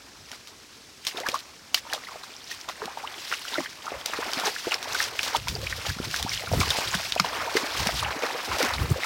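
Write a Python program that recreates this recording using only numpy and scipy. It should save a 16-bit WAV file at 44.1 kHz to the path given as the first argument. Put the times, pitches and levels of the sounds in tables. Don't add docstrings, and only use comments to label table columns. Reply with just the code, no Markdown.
import sys
import numpy as np
from scipy import signal
from scipy.fft import rfft, irfft, next_fast_len
from scipy.io import wavfile
from scipy.ndimage import uniform_filter1d, map_coordinates

SR = 44100
rng = np.random.default_rng(int(sys.argv[2]) if len(sys.argv) > 2 else 0)


def digitize_waveform(pressure):
    field = np.atleast_2d(pressure).T
    bounded = np.clip(field, -1, 1)
    quanta = np.round(bounded * 32767).astype(np.int16)
    wavfile.write(sys.argv[1], SR, quanta)


N = 399105

# start_s, level_db, spatter_db (compared with the slap)
SLAPS = [(0.316, -24, -11), (0.473, -32, 2.5), (1.0504, -20, -7), (1.068, -13.5, 0), (1.201, -24, -3),
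         (1.2674, -23, -12), (1.287, -16, -5), (1.316, -25, -15), (1.342, -21, -1.5), (1.39, -30.5, -16),
         (1.7446, -6.5, -8), (1.934, -13.5, -5.5), (2.232, -34, 5), (2.688, -26.5, -16), (2.8563, -21, -15),
         (3.324, -35, -5), (4.0598, -10, -11), (4.1365, -21, -8), (4.3338, -14.5, -7), (4.3883, -25, -10),
         (4.3984, -17, -14), (4.4474, -26, -8), (4.47, -20, 4), (4.6455, -42, -11), (4.705, -29, -16),
         (4.72, -26, -8), (4.7414, -20, -22), (4.8278, -23, 1), (4.9466, -17.5, 0), (4.999, -17, -13),
         (5.04, -18, 1), (5.19, -19, -8), (5.2306, -15.5, 3), (5.367, -13, -25), (5.4836, -13.5, -3),
         (5.616, -24.5, -23), (5.666, -23.5, -19), (5.698, -23, 3), (6.1123, -24, -5), (6.141, -22, -18),
         (6.162, -14.5, -2), (6.1875, -19.5, 2), (6.227, -13, -9), (6.6027, -14.5, 3.5),
         (6.7041, -9.5, -19), (6.8134, -26, -12), (6.95, -13.5, -7), (7.121, -22, -23),
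         (7.1528, -18.5, -24), (7.1982, -8.5, -19), (7.5248, -27, -1), (7.568, -17.5, -8),
         (7.871, -8.5, -23), (8.2227, -23.5, -4), (8.264, -30, -3), (8.4445, -43, 25), (8.5847, -15.5, -4),
         (8.6274, -11.5, -16), (8.649, -18, -14), (8.735, -22.5, 2.5), (9.0337, -27, -9)]
# start_s, pitch_hz, level_db, life_cycles
BUBBLES_AND_THUMPS = [(0.33, 1450, -37, 12.8), (1.07, 3240, -24, 11), (1.146, 379, -35, 3.4),
                      (1.171, 3614, -23, 12), (1.1801, 723, -30, 11), (1.205, 470, -28, 3.7),
                      (1.235, 2000, -29, 8), (1.262, 1690, -20.5, 13.4), (1.267, 1130, -20.5, 5.8),
                      (1.288, 397, -24, 1.7), (1.2895, 2380, -23, 8.6), (1.3183, 4106, -26, 7),
                      (1.3427, 1100, -15, 8.3), (1.744, 3000, -12.5, 13), (1.747, 4480, -9, 7.5),
                      (1.774, 1110, -36, 7.2), (1.7772, 3550, -31, 20), (1.852, 960, -36, 4.3),
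                      (1.866, 900, -37, 6.3), (1.913, 826, -32, 5), (1.9286, 1610, -14.5, 2.9),
                      (1.9391, 700, -22.5, 3.2), (1.9491, 3270, -25, 6.4), (1.961, 564, -31, 5.5),
                      (1.978, 1240, -27.5, 4), (2.036, 1930, -35, 10), (2.07, 1980, -32.5, 13),
                      (2.086, 1290, -28, 5), (2.119, 1020, -31, 5.4), (2.1573, 610, -26.5, 1.8),
                      (2.2363, 1110, -32.5, 4.5), (2.513, 1830, -28.5, 14), (2.6872, 1090, -20.5, 2.1),
                      (2.689, 3600, -22.5, 3.2), (2.819, 1210, -19, 1.8), (2.823, 431, -28.5, 9.5),
                      (2.855, 255, -32.5, 1.8), (2.879, 795, -25, 7.5), (2.9733, 830, -25.5, 2.7),
                      (3.074, 2920, -26.5, 12), (3.1414, 3259, -26.5, 5.3), (3.3158, 1730, -13.5, 3.1),
                      (3.325, 1346, -17.5, 6), (3.344, 2420, -20, 3.2), (3.5333, 946, -31, 12),
                      (3.5421, 3700, -18.5, 5.5), (3.555, 1420, -22, 7.6), (3.582, 323, -23, 4.6),
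                      (3.5808, 590, -20.5, 6.9), (3.584, 1960, -19, 7.3), (3.602, 257, -29, 2.2),
                      (3.605, 1060, -22, 3.3), (3.6595, 1680, -24, 5.7), (3.867, 1270, -29, 6.5),
                      (3.879, 1280, -21.5, 6.8), (3.9195, 500, -23, 2.4), (3.94, 555, -31.5, 15),
                      (4.058, 4200, -23, 6.5), (4.135, 1580, -17, 3), (4.1885, 420, -19, 2.27),
                      (4.3719, 266, -29, 3.2), (4.417, 1380, -23, 6), (4.436, 924, -23, 6.8),
                      (4.4652, 1510, -18, 3.6), (4.4731, 740, -25, 4.1), (4.563, 1720, -22, 4.7),
                      (4.67, 416, -18, 2.3), (4.719, 2780, -14.5, 12), (4.7429, 5180, -10.5, 8.6),
                      (4.7425, 2300, -16, 3.1), (4.9493, 1490, -19.5, 12.5), (5.003, 1790, -12, 5.1),
                      (5.1924, 2600, -11, 3), (5.276, 3670, -23, 10.8), (5.3475, 908, -13.5, 8.3),
                      (5.3653, 392, -29, 2.2), (5.4721, 960, -24.5, 6.1), (5.49, 4988, -35, 6.5),
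                      (5.5482, 423, -31.5, 11.3), (5.552, 4780, -20, 15), (5.562, 734, -26, 2.9),
                      (5.629, 543, -31, 9.5), (5.6693, 2340, -16.5, 6.7), (5.726, 1830, -18, 4.8),
                      (5.858, 2400, -23, 4.9), (5.9005, 1600, -25, 8.8), (5.965, 191, -32, 1.2),
                      (5.987, 1350, -27.5, 7.6), (6.001, 233, -22, 0.85), (6.1425, 1540, -15.5, 3.4),
                      (6.249, 188, -22.5, 1.32), (6.2638, 820, -26, 4.1), (6.3168, 2170, -22, 9.8),
                      (6.35, 3375, -25, 4.3), (6.376, 3150, -23, 6.4), (6.437, 680, -22, 2.3),
                      (6.472, 1410, -27, 8.7), (6.5162, 615, -15.5, 3.48), (6.535, 706, -15, 2.5),
                      (6.6104, 2260, -12.5, 6.5), (6.615, 1230, -14, 3.7), (6.631, 1120, -19, 7.9),
                      (6.707, 3560, -10.5, 12), (6.787, 625, -17, 1.44), (6.9425, 1590, -12.5, 4.4),
                      (6.9497, 3120, -28, 16.1), (6.9487, 186, -25.5, 3.8), (6.9722, 3658, -24, 7.3),
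                      (7.123, 3580, -6.5, 2.44), (7.1627, 625, -17.5, 3.1), (7.1763, 2620, -26, 12),
                      (7.1976, 1220, -10.5, 4.6), (7.1986, 2250, -15.5, 8.4), (7.1996, 184, -24.5, 4.55),
                      (7.1999, 5330, -8.5, 12), (7.246, 980, -15.5, 3.76), (7.354, 1820, -28, 9.7),
                      (7.473, 930, -22, 9.6), (7.553, 398, -14.5, 2.8), (7.5668, 436, -14.5, 2.9),
                      (7.57, 1840, -8.5, 3.1), (7.5738, 5000, -25, 8.3), (7.632, 275, -29.5, 3.5),
                      (7.866, 195, -23.5, 2.3), (7.8749, 4640, -22, 14), (7.891, 830, -16, 1.6),
                      (7.9944, 3550, -23, 14), (8.026, 1120, -19, 7), (8.0475, 2800, -20.5, 7.7),
                      (8.0592, 802, -25.5, 11), (8.162, 295, -28.5, 4.2), (8.222, 3070, -26, 12),
                      (8.234, 458, -23.5, 4), (8.2645, 4050, -23.5, 11), (8.3413, 2080, -27, 7.8),
                      (8.348, 476, -29, 2.6), (8.5148, 1013, -23.5, 14), (8.603, 500, -21, 7.1),
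                      (8.614, 1390, -21, 7.3), (8.6285, 2020, -19, 7.7), (8.6316, 293, -20, 3.74),
                      (8.738, 3860, -17, 6.7), (8.783, 2180, -23, 5.6), (8.9594, 523, -24, 4.9),
                      (8.98, 530, -26, 4.1), (9.034, 2060, -16.5, 7.2)]
# start_s, pitch_hz, level_db
DRIPS = [(1.9004, 2870, -30), (2.0478, 4000, -29), (2.2351, 3850, -28), (2.306, 2620, -37),
         (2.3391, 3390, -36), (2.365, 5300, -28), (2.406, 3340, -37), (2.4429, 5310, -29),
         (3.251, 4700, -24), (4.71, 2880, -24), (6.2938, 5300, -18.5)]
# start_s, length_s, first_hz, last_hz, level_db
GULPS = [(1.199, 0.069, 405, 1570, -36.5), (1.329, 0.021, 500, 910, -32.5), (3.035, 0.023, 745, 1380, -29),
         (6.257, 0.033, 710, 1820, -33.5), (6.407, 0.027, 520, 915, -37), (7.177, 0.0077, 2340, 3600, -27)]
# peak_s, length_s, churn_db, spray_db
SLOSHES = [(0.334, 0.1, -49.5, -46), (1.087, 0.053, -61, -33.5), (1.175, 0.058, -35, -37),
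           (1.28, 0.055, -32.5, -39.5), (1.35, 0.084, -40, -37.5), (1.78, 0.021, -61, -30),
           (1.923, 0.098, -38.5, -40.5), (2.124, 0.23, -46, -61), (2.525, 0.093, -62, -36),
           (2.696, 0.022, -33, -33), (2.84, 0.15, -40.5, -44.5), (2.987, 0.056, -35.5, -42),
           (3.09, 0.15, -39, -64), (3.325, 0.045, -35.5, -31), (3.548, 0.22, -40, -34.5),
           (3.863, 0.078, -40, -41), (3.936, .12, -35.5, -55), (4.08, 0.041, -38.5, -52),
           (4.163, 0.19, -36.5, -40), (4.402, 0.098, -29, -35), (4.462, 0.05, -29, -27.5),
           (4.654, 0.069, -36.5, -58), (4.724, 0.045, -30.5, -30), (4.928, 0.13, -51, -33),
           (5.013, 0.067, -39, -26), (5.197, 0.073, -41, -30.5), (5.281, 0.072, -32, -30.5),
           (5.356, 0.028, -32.5, -27), (5.867, 0.061, -35, -29), (6.045, 0.037, -35.5, -35.5),
           (6.133, 0.1, -43, -32), (6.2, 0.057, -36, -40), (6.328, 0.11, -44, -29), (6.473, 0.13, -39, -57),
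           (6.539, 0.056, -35, -30.5), (6.623, 0.077, -31.5, -30.5), (6.73, 0.2, -37, -31.5),
           (6.785, 0.25, -33, -31), (6.947, 0.027, -29.5, -29), (7.05, 0.081, -54, -31),
           (7.252, 0.037, -30, -34), (7.398, 0.2, -27.5, -41.5), (7.568, 0.046, -26.5, -24.5),
           (7.624, 0.25, -30.5, -38.5), (7.81, 0.43, -35, -30.5), (7.88, 0.044, -29, -35),
           (7.974, 0.033, -53, -27), (8.093, 0.21, -31, -44), (8.236, 0.081, -39, -43),
           (8.368, 0.064, -33, -48), (8.624, 0.29, -26, -30.5), (9.045, 0.25, -31.5, -34)]
# time_s, churn_db, spray_db
RESTLESS_WATER = [(0, -55.5, -57), (1.0, -57, -53.5), (1.7, -53.5, -54.5), (2.1, -52.5, -46),
                  (2.9, -49.5, -51.5), (3.3, -52, -36.5), (3.8, -51.5, -50), (4.3, -35, -36),
                  (4.6, -48, -36), (4.9, -33.5, -45), (5.42, -51.5, -44), (5.75, -39.5, -36.5),
                  (6.3, -55, -45), (6.85, -36, -36.5), (7.5, -51, -39.5), (7.95, -43, -65),
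                  (8.3, -33, -36.5), (9.05, -49.5, -49)]
# peak_s, length_s, level_db
PUFFS = [(0.225, 0.099, -50), (1.31, 0.055, -55), (3.975, 0.056, -50), (4.26, .14, -54), (4.914, 0.15, -50),
         (5.113, 0.13, -49), (5.526, 0.077, -31.5), (5.654, 0.3, -35.5), (5.907, 0.04, -28.5),
         (6.081, 0.069, -31.5), (6.234, 0.11, -36), (6.366, 0.06, -37), (6.593, 0.11, -23),
         (6.882, 0.056, -38), (6.974, 0.18, -40), (7.26, 0.33, -45), (7.43, 0.087, -41),
         (7.814, 0.061, -33.5), (7.944, 0.072, -31), (8.032, .06, -37), (8.1, 0.093, -36.5),
         (8.505, 0.016, -36), (8.538, 0.035, -33), (8.827, 0.12, -27), (8.918, 0.048, -24)]

# frequency_hz, relative_db
SLAP_TONE = [(250, -15.5), (700, -5.5), (2000, -3), (3500, 2.5), (5500, 2.5), (7500, -7), (16000, -16.5)]
CHURN_TONE = [(120, -34), (250, -6), (500, -0.5), (1200, 0), (2500, -3), (5000, -29)]
SPRAY_TONE = [(600, -30), (1500, -4.5), (3000, -2), (5300, -1), (7000, -9.5), (10000, -15.5), (16000, -18)]
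RUMBLE_TONE = [(20, -36), (35, -18), (60, -0.5), (110, -3), (200, -15.5), (400, -27), (800, -42)]
FLAP_TONE = [(60, -39), (130, 6), (250, -3), (400, -6), (900, -49)]
WOODS_TONE = [(120, -10.5), (200, -8.5), (273, -6.5), (416, -8.5), (647, -16), (3190, -14), (5330, -10.5),
              (16000, -33)]


def slaps():
    hits, t = np.zeros(N + SR), np.arange(SR // 4) / SR
    crack = np.exp(-(t / 0.0021) ** 2)
    for start_s, db, spatter_db in SLAPS:
        start = round(start_s * SR)
        spatter = amp(spatter_db - 60 * t / 0.088) * (1 - np.exp(-t / 0.0091))
        hits[start:][:len(t)] += amp(db) / 2 * (crack + spatter) * rng.standard_normal(len(t))
        hits[start] += 0.32 * amp(db)
    grain = amp(1.06 * wobble(300) + 1.32 * wobble(1200))
    return coloured(hits[:N] * grain, SLAP_TONE)


def bubbles_and_thumps():
    start_s, hz, db, cycles = np.transpose(BUBBLES_AND_THUMPS)
    out = ring(start_s, hz, amp(db), cycles, rise=0.045, samples=3000)
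    for delay, detune, loudness in rng.standard_normal((len(hz), 3, 3)).transpose(1, 2, 0):
        trail_s = start_s + 0.9 * np.abs(delay) * cycles / hz
        trail_hz = hz * 2 ** (0.29 * detune)
        out += ring(trail_s, trail_hz, amp(db - 12 + 2.5 * loudness), cycles, rise=0.22, samples=3000)
    return out


def drips():
    start_s, hz, db = np.transpose(DRIPS)
    return ring(start_s, hz, amp(db), cycles=np.full_like(hz, 8), rise=0.2, samples=600)


def gulps():
    out = np.zeros(N)
    for start_s, length_s, first_hz, last_hz, db in GULPS:
        progress = np.arange(round(length_s * SR)) / (length_s * SR)
        hz = first_hz * (last_hz / first_hz) ** progress ** 1.35
        shape = np.sin(np.pi * progress) ** 0.32
        out[round(start_s * SR):][:len(hz)] += amp(db) * shape * np.sin(2 * np.pi * np.cumsum(hz) / SR)
    return out


def wading():
    peak_s, length_s, churn_peaks, spray_peaks = np.transpose(SLOSHES)
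    churn_floor, spray_floor = curves(RESTLESS_WATER)
    churn_db = swells(peak_s, length_s, churn_peaks, rise_db=20.5, fall_db=14, floor_db=churn_floor)
    spray_db = swells(peak_s, length_s, spray_peaks, rise_db=20.5, fall_db=14, floor_db=spray_floor)
    surge = wobble(25)
    gurgle = swarm(count=4000, hz=1098, octaves=0.673, cycles=6.08, rise=0.38, spread_db=2.5, samples=700)
    churn = 0.64 * gurgle + 0.59 * rush(CHURN_TONE, patchy_db=3)
    patter = swarm(count=3000, hz=3580, octaves=0.675, cycles=5.5, rise=0.16, spread_db=3.5, samples=160)
    click_here = rng.random(N) < 300 / SR
    clicks = click_here * amp(0.64 * rng.standard_normal(N)) * rng.standard_normal(N)
    spray = 0.49 * patter + 0.21 * unit(coloured(clicks, SPRAY_TONE))
    spray += 0.75 * rush(SPRAY_TONE, patchy_db=1.5)
    churn_gain = amp(churn_db + 1.27 * surge + 1.62 * wobble(50))
    spray_gain = amp(spray_db + 0.63 * surge + 1.95 * wobble(90))
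    return churn_gain * churn + spray_gain * spray


def echoes(sound):
    t = np.arange(SR // 5) / SR
    tail = rng.standard_normal(len(t)) * amp(-60 * t / 0.053) * (t > 0.003)
    return signal.fftconvolve(sound, tail / np.linalg.norm(tail))[:N]


def wind():
    puff_db = swells(*np.transpose(PUFFS), rise_db=16, fall_db=20.5, floor_db=-67)
    flap_db = -47 + 2.54 * (np.minimum(puff_db, -26) + 34)
    lumps = amp(3.1 * wobble(25)) * rng.standard_normal(N)
    flaps = amp(4 * wobble(40)) * rng.standard_normal(N)
    rumble = amp(puff_db) * unit(coloured(lumps, RUMBLE_TONE))
    return rumble + amp(flap_db) * unit(coloured(flaps, FLAP_TONE))


def woods():
    return amp(-51) * rush(WOODS_TONE, patchy_db=1.5)


def ring(start_s, hz, gain, cycles, rise, samples):
    positions = np.round(start_s * SR).astype(int)[:, None] + np.arange(samples)
    turns = np.arange(samples) / SR * hz[:, None]
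    age = turns / np.maximum(cycles, 0.5)[:, None]
    shape = 4 * age * np.exp(1 - 4 * age)
    notes = gain[:, None] * shape * np.sin(2 * np.pi * turns * (1 + rise * (age / 2 - 0.25)))
    return np.bincount(positions.ravel(), notes.ravel(), N + samples)[:N]


def swarm(count, hz, octaves, cycles, rise, spread_db, samples):
    when, loudness = rng.random((count, 2)).T
    detune, life = rng.standard_normal((count, 2)).T
    pitch_hz = np.clip(hz * 2 ** (octaves * detune), 200, 15000)
    gain = amp(-spread_db * np.log(1 - 0.995 * loudness))
    gain *= np.sqrt(np.minimum(pitch_hz / hz, 1))
    return unit(ring(when * N / SR, pitch_hz, gain, cycles * np.exp(0.33 * life), rise, samples))


def rush(tone, patchy_db):
    spectrum = signal.stft(rng.standard_normal(N), nperseg=256)[2]
    patches = uniform_filter1d(rng.standard_normal(spectrum.shape), size=5, axis=0)
    patches = uniform_filter1d(patches, size=4, axis=1)
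    noise = signal.istft(spectrum * amp(patchy_db * unit(patches)), nperseg=256)[1][:N]
    return unit(coloured(noise, tone))


def swells(peak_s, length_s, peak_db, rise_db, fall_db, floor_db):
    steps = np.arange(0, N, 64)
    lengths_past = (steps / SR - peak_s[:, None]) / length_s[:, None]
    slope_db = np.where(lengths_past < 0, rise_db, -fall_db)
    swell_db = peak_db[:, None] + np.maximum(slope_db * lengths_past, -200)
    power = np.sum(amp(2 * swell_db), axis=0)
    return 10 * np.log10(amp(2 * floor_db) + np.interp(np.arange(N), steps, power))


def coloured(sound, tone):
    tone_hz, tone_db = np.transpose(tone)
    hz = np.fft.rfftfreq(4096, 1 / SR)
    gain = amp(np.interp(np.log(hz + 1), np.log(tone_hz), tone_db))
    folded = irfft(np.log(gain))
    folded[1:2048] *= 2
    folded[2049:] = 0
    response = unit(irfft(np.exp(rfft(folded)))) / 64
    return signal.fftconvolve(sound, response)[:N]


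def wobble(per_second):
    values = rng.standard_normal(int(N * per_second / SR) + 4)
    return map_coordinates(values, [np.arange(N) * per_second / SR])


def curves(rows):
    time_s, *columns = np.transpose(rows)
    return [np.interp(np.arange(N) / SR, time_s, column) for column in columns]


def amp(db):
    return 10 ** (np.asarray(db) / 20)


def unit(x):
    return x / np.sqrt(np.mean(x ** 2) + 1e-20)


def scene():
    nearby = slaps()
    nearby += (bubbles_and_thumps() + drips()) * amp(1.9 * wobble(400))
    nearby += gulps()
    background = woods()
    return (nearby + amp(-12.5) * echoes(nearby) + wading() + wind() + background)[None]


def record(dry):
    ceiling, bottom_hz, top_hz = 0.75, 42, 16000
    rounded = dry / (1 + (dry / ceiling) ** 4) ** (1 / 4)
    size = next_fast_len(N + SR // 2)
    hz = np.fft.rfftfreq(size, 1 / SR)
    band = (hz < top_hz) / np.sqrt(1 + (bottom_hz / (hz + 1)) ** 8)
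    return irfft(rfft(rounded, size) * band, size)[:, :N]


dry = scene()
out = record(dry)
digitize_waveform(out)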